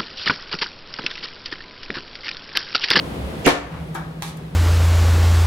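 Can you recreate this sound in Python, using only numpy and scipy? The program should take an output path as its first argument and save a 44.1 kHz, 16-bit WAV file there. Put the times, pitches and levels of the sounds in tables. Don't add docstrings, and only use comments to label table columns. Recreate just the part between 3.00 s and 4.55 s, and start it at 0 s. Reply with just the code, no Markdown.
import sys
import numpy as np
from scipy import signal
from scipy.fft import rfft, irfft, next_fast_len
from scipy.io import wavfile
from scipy.ndimage import uniform_filter1d

SR = 44100
rng = np.random.default_rng(int(sys.argv[2]) if len(sys.argv) > 2 else 0)


def unload_wav(signal):
    wavfile.write(
        sys.argv[1],
        SR,
        np.round(np.clip(np.atleast_2d(signal).T, -1, 1) * 32767).astype(np.int16),
    )


N = 68355
T = np.arange(N) / SR


def amp(db):
    return 10 ** (np.asarray(db) / 20)


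def unit(x):
    return x / np.sqrt(np.mean(x ** 2) + 1e-20)


def along(points, hz):
    f, v = np.transpose(points)
    return np.interp(np.log(hz + 1), np.log(f + 1), v)


def filtered(x, response):
    m = next_fast_len(N + SR // 2)
    return irfft(rfft(x, m) * response(np.fft.rfftfreq(m, 1 / SR)), m)[..., :N]


def pan(db):
    return amp(np.array([[.5], [-.5]]) * db)


def fade(t, t60):
    return np.exp(-np.log(1000) * np.maximum(t, 0) / t60)


def strike(s, t60, attack_s=0.00065):
    t = np.maximum(T - s, 0)
    return (1 - np.exp(-t / attack_s)) * fade(t, t60)


def dying(x, s, decay):
    hz, t, spectrum = signal.stft(x, SR, nperseg=256)
    return signal.istft(spectrum * fade(t - s, along(decay, hz)[:, None]), SR)[1][:, :N]


def grainy(depth_db):
    jitter = unit(uniform_filter1d(rng.standard_normal(N), size=70))
    return unit(amp(depth_db * jitter))


# f/Hz, pan/dB
LEAN = [(60, -2), (280, 0.5), (600, 2), (1100, 2.5), (2200, 0.5), (5000, -1), (12000, 0.1)]
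def noise(colour, alike):
    def shape(hz):
        width = np.arccos(np.clip(along(alike, hz), -1, 1)) / 2
        return amp(along(colour, hz)) * [np.cos(width), np.sin(width)]
    mid, side = filtered(rng.standard_normal((2, N)), shape)
    stereo = np.array([mid + side, mid - side])
    return unit(filtered(stereo, lambda hz: pan(along(LEAN, hz))))


# f/Hz, likeness
HIT_ALIKE = [(100, 1), (300, 0.98), (600, 0.65), (1200, 0.15), (4000, -0.13), (8000, -0.018),
             (13000, -0.076)]
def note(s, hz, t60, attack_s):
    spread = np.arccos(np.clip(along(HIT_ALIKE, hz), -1, 1)) * rng.choice([-1, 1])
    phase = 2 * np.pi * hz * (T - s) + np.array([[.5], [-.5]]) * spread
    return np.sin(phase) * strike(s, t60, attack_s)


# t/s, rush level/dB, rumble level/dB
BACKGROUND = [(0, -30, -40.5), (0.299, -30.5, -33), (.44, -30.5, -46.5), (.52, -46, -40),
              (.68, -40.5, -42.5), (.82, -37, -37.5), (0.921, -37, -42.5), (1.15, -39.5, -42.5),
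              (1.55, -38.5, -43.5)]
# f/Hz, level/dB
RUSH_COLOUR = [(60, -21), (120, -3.5), (230, -6), (330, -10), (520, -10.5), (800, -16), (1400, -22.5),
               (1900, -24), (3500, -28), (6500, -40.5), (12000, -41), (13500, -50.5), (15500, -46)]
RUMBLE_COLOUR = [(20, -20), (40, -10), (55, 6), (66, 9), (78, 10), (95, -20), (116, 8.5), (135, -41),
                 (250, -74.5)]
# f/Hz, likeness
RUSH_ALIKE = [(150, 0.97), (400, 0.68), (1000, -0.15), (3000, -0.18), (9000, 0.6)]
def rush_and_rumble(swell_s=0.256, swell_width_s=0.022, swell_hz=67.4, swell_db=-27):
    s, rush_db, rumble_db = np.transpose(BACKGROUND)
    rush = amp(np.interp(T, s, rush_db)) * noise(RUSH_COLOUR, RUSH_ALIKE)
    rumble = amp(np.interp(T, s, rumble_db)) * noise(RUMBLE_COLOUR, [(60, 0.95)])
    swell = amp(swell_db) * np.exp(-((T - swell_s) / swell_width_s) ** 2)
    return rush + rumble + swell * np.sin(2 * np.pi * swell_hz * T)


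# t/s, level/dB
HUM_LEVEL = [(0, -33), (.4, -39), (.68, -41.5), (.73, -32), (.9, -29), (1.3, -31.5), (1.55, -32)]
def hum(hz=160.7, beat_hz=11.04, silent_at_s=1.14):
    tone = np.sin(2 * np.pi * hz * T + rng.uniform(0, 2 * np.pi))
    throb = np.sqrt(2) * np.sin(np.pi * beat_hz * (T - silent_at_s))
    return amp(np.interp(T, *np.transpose(HUM_LEVEL))) * tone * throb


# f/Hz, fade time/s
ECHO_FADE = [(150, 0.49), (1000, 0.72), (3000, 0.55), (7000, 0.47), (14000, 0.27)]
# f/Hz, likeness
ECHO_ALIKE = [(150, 1), (500, 0.48), (1200, 0.39), (4000, 0.16)]
def room(x, echo_db):
    hiss = noise([(50, -3), (300, -4)], ECHO_ALIKE)
    tail = dying(hiss, 0, ECHO_FADE) * (1 - np.exp(-T / 0.0023))
    tail /= np.linalg.norm(tail[0])
    return x + amp(echo_db) * signal.fftconvolve(x, tail, axes=1)[:, :N]


# t/s, half length/s, level/dB, treble tilt/(dB per octave)
SLIDES = [(0.759, 0.067, -39.5, -6), (1.275, 0.044, -41, 5.5)]
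# f/Hz, level/dB
SLIDE_COLOUR = [(200, -15.5), (900, 1), (2200, 2), (5000, -7.5), (11500, -18.5), (15000, -34)]
# f/Hz, likeness
FALL_ALIKE = [(300, 0.72), (1000, 0.66), (3000, 0.21), (10000, 0.053)]
def slides():
    out = np.zeros((2, N))
    for s, half_s, db, tilt_db in SLIDES:
        colour = [(hz, level + tilt_db * np.log2(hz)) for hz, level in SLIDE_COLOUR]
        swell = amp(db) * np.exp(-((T - s) / half_s) ** 2)
        out += swell * grainy(depth_db=2) * noise(colour, FALL_ALIKE)
    return out


# t/s, knock/dB, clack/dB, crack/dB, ring/dB, ring tilt/(dB per octave)
LANDINGS = [(0.9492, -26.5, -40, -50, -33, -2), (1.2221, -50.5, -29, -12, -39, 2),
            (1.2285, -60, -35.5, -24, -46.5, 4.5), (1.283, -56, -52, -47, -71, 6),
            (1.372, -56, -60, -52, -56, 1)]
# f/Hz, level/dB
KNOCK_COLOUR = [(100, -52), (330, -11), (500, -12), (750, 1.5), (1200, 0.5), (1800, -1), (2200, -14.5),
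                (4000, -21), (12000, -34)]
CLACK_COLOUR = [(200, -31), (550, -14), (800, 5), (1150, 2), (1550, -9), (2400, -2.5), (3000, -7.5),
                (3950, -1), (4600, -10), (5400, -8.5), (6300, -9), (8000, -12.5), (11500, -11.5),
                (15500, -22)]
# f/Hz, level/dB, fade time/s
CASE_NOTES = [(335, -5.5, 0.41), (742, -8, 0.16), (801, 2, 0.21), (905, -1, 0.21), (972, -6, .15),
              (1117, -1, 0.18), (1264, -13, .4), (1630, 1, 0.19), (1755, -9, 0.2), (2290, -5, 0.23),
              (3305, -9.5, 0.19), (3620, -8, .18), (4002, -11, 0.14), (5100, -12, .14)]
def landings():
    out = np.zeros((2, N))
    for s, knock_db, clack_db, crack_db, ring_db, tilt_db in LANDINGS:
        out += amp(knock_db) * strike(s, t60=0.23) * noise(KNOCK_COLOUR, FALL_ALIKE)
        clack = amp(clack_db) * strike(s, t60=0.15)
        crack = amp(crack_db) * strike(s, t60=0.0064)
        out += (clack + crack) * noise(CLACK_COLOUR, FALL_ALIKE)
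        for hz, db, t60 in CASE_NOTES:
            level_db = ring_db + db + tilt_db * np.log2(hz / 1000) + rng.normal(0, 1.2)
            out += amp(level_db) * pan(along(LEAN, hz)) * note(s, hz, t60, attack_s=0.00043)
    return out


# t/s, level/dB, fade time/s, pan/dB
TICKS = [(0.4636, -8.5, 0.012, 0), (.9445, -39.5, 0.11, 2), (1.369, -43, 0.052, 0)]
# f/Hz, level/dB
TICK_COLOUR = [(500, -29), (3000, -15), (7000, 2), (10500, 2), (14500, -4), (16500, -39)]
def ticks():
    return sum(amp(db) * pan(left_db) * strike(s, t60) * noise(TICK_COLOUR, HIT_ALIKE)
               for s, db, t60, left_db in TICKS)


# f/Hz, level/dB
RATTLE_COLOUR = [(130, -24), (280, -6), (460, -7), (650, -8.5), (900, -8.5), (1300, -10.5), (2200, -10),
                 (3300, -12.5), (5000, -20), (8000, -26.5), (12000, -28.5), (13200, -38), (15500, -61)]
# f/Hz, fade time/s
RATTLE_FADE = [(200, 0.21), (1000, 0.33), (3000, 0.23), (7000, 0.25), (14000, 0.15)]
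def rattle(start_s=0.468, db=-10, rise_s=0.0055):
    rise = 1 - np.exp(-np.maximum(T - start_s, 0) / rise_s)
    shaking = amp(db) * rise * grainy(depth_db=1.5)
    return shaking * dying(noise(RATTLE_COLOUR, HIT_ALIKE), start_s, RATTLE_FADE)


# f/Hz, level/dB, fade time/s, pan/dB
BENCH_NOTES = [(108, -37, 0.2, -7), (157, -18, 0.2, 1.5), (278.7, -7, .11, -3.5),
               (286.7, -22.5, 0.58, -1.5), (362, -12.5, 0.13, 0), (475.4, -14, 0.23, -1),
               (708.2, -12, 0.13, 7), (930, -17.5, 0.18, 4), (1072.5, -27.5, 0.24, 12),
               (1228, -26, 0.24, 9), (1752, -24, 0.29, 13.5), (1826, -26.5, 0.27, -6),
               (2240, -35, 0.27, -11), (2320, -28, 0.12, 16), (2620, -45, 0.19, -1)]
def bench(blow_s=0.4662, attack_s=0.0011):
    boom = amp(-19.5) * note(blow_s, hz=42, t60=0.071, attack_s=attack_s)
    ring = sum(amp(db) * pan(left_db) * note(blow_s, hz, t60, attack_s)
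               for hz, db, t60, left_db in BENCH_NOTES)
    return boom + ring


# t/s, level/dB, swell time/s, fade time/s, pan/dB
BURSTS = [(0.454, -19.5, 0.0041, 0.035, -5), (0.4628, -13, 0.0047, 0.023, -8)]
# t/s, level/dB, fade time/s
THUDS = [(0.4667, -6.5, .035), (0.477, -8, 0.064), (0.499, -21, 0.015)]
# f/Hz, level/dB
BURST_COLOUR = [(100, -9), (400, 9), (1300, -15), (2300, 1), (3100, -2.5), (4000, -11.5), (7000, -11),
                (9000, -31), (15000, -52)]
THUD_COLOUR = [(30, -28), (130, -25), (240, 0.5), (420, 8), (750, -8), (1300, -4), (2500, -10), (6000, -48)]
def hammer():
    out = np.zeros((2, N))
    for s, db, swell_s, t60, left_db in BURSTS:
        burst = np.exp(np.minimum(T - s, 0) / swell_s) * fade(T - s, t60)
        out += amp(db) * pan(left_db) * burst * noise(BURST_COLOUR, HIT_ALIKE)
    for s, db, t60 in THUDS:
        out += amp(db) * strike(s, t60) * noise(THUD_COLOUR, HIT_ALIKE)
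    return out


def scene():
    near = room(hammer() + bench() + rattle() + ticks() + slides(), echo_db=-12.5)
    far = room(landings(), echo_db=-6.5)
    return near + far + rush_and_rumble() + hum()


def record(dry):
    rounded = dry / (1 + np.abs(dry / .9) ** 6) ** (1 / 6)
    return filtered(rounded, lambda hz: hz < 15900)


dry = scene()
out = record(dry)
unload_wav(out)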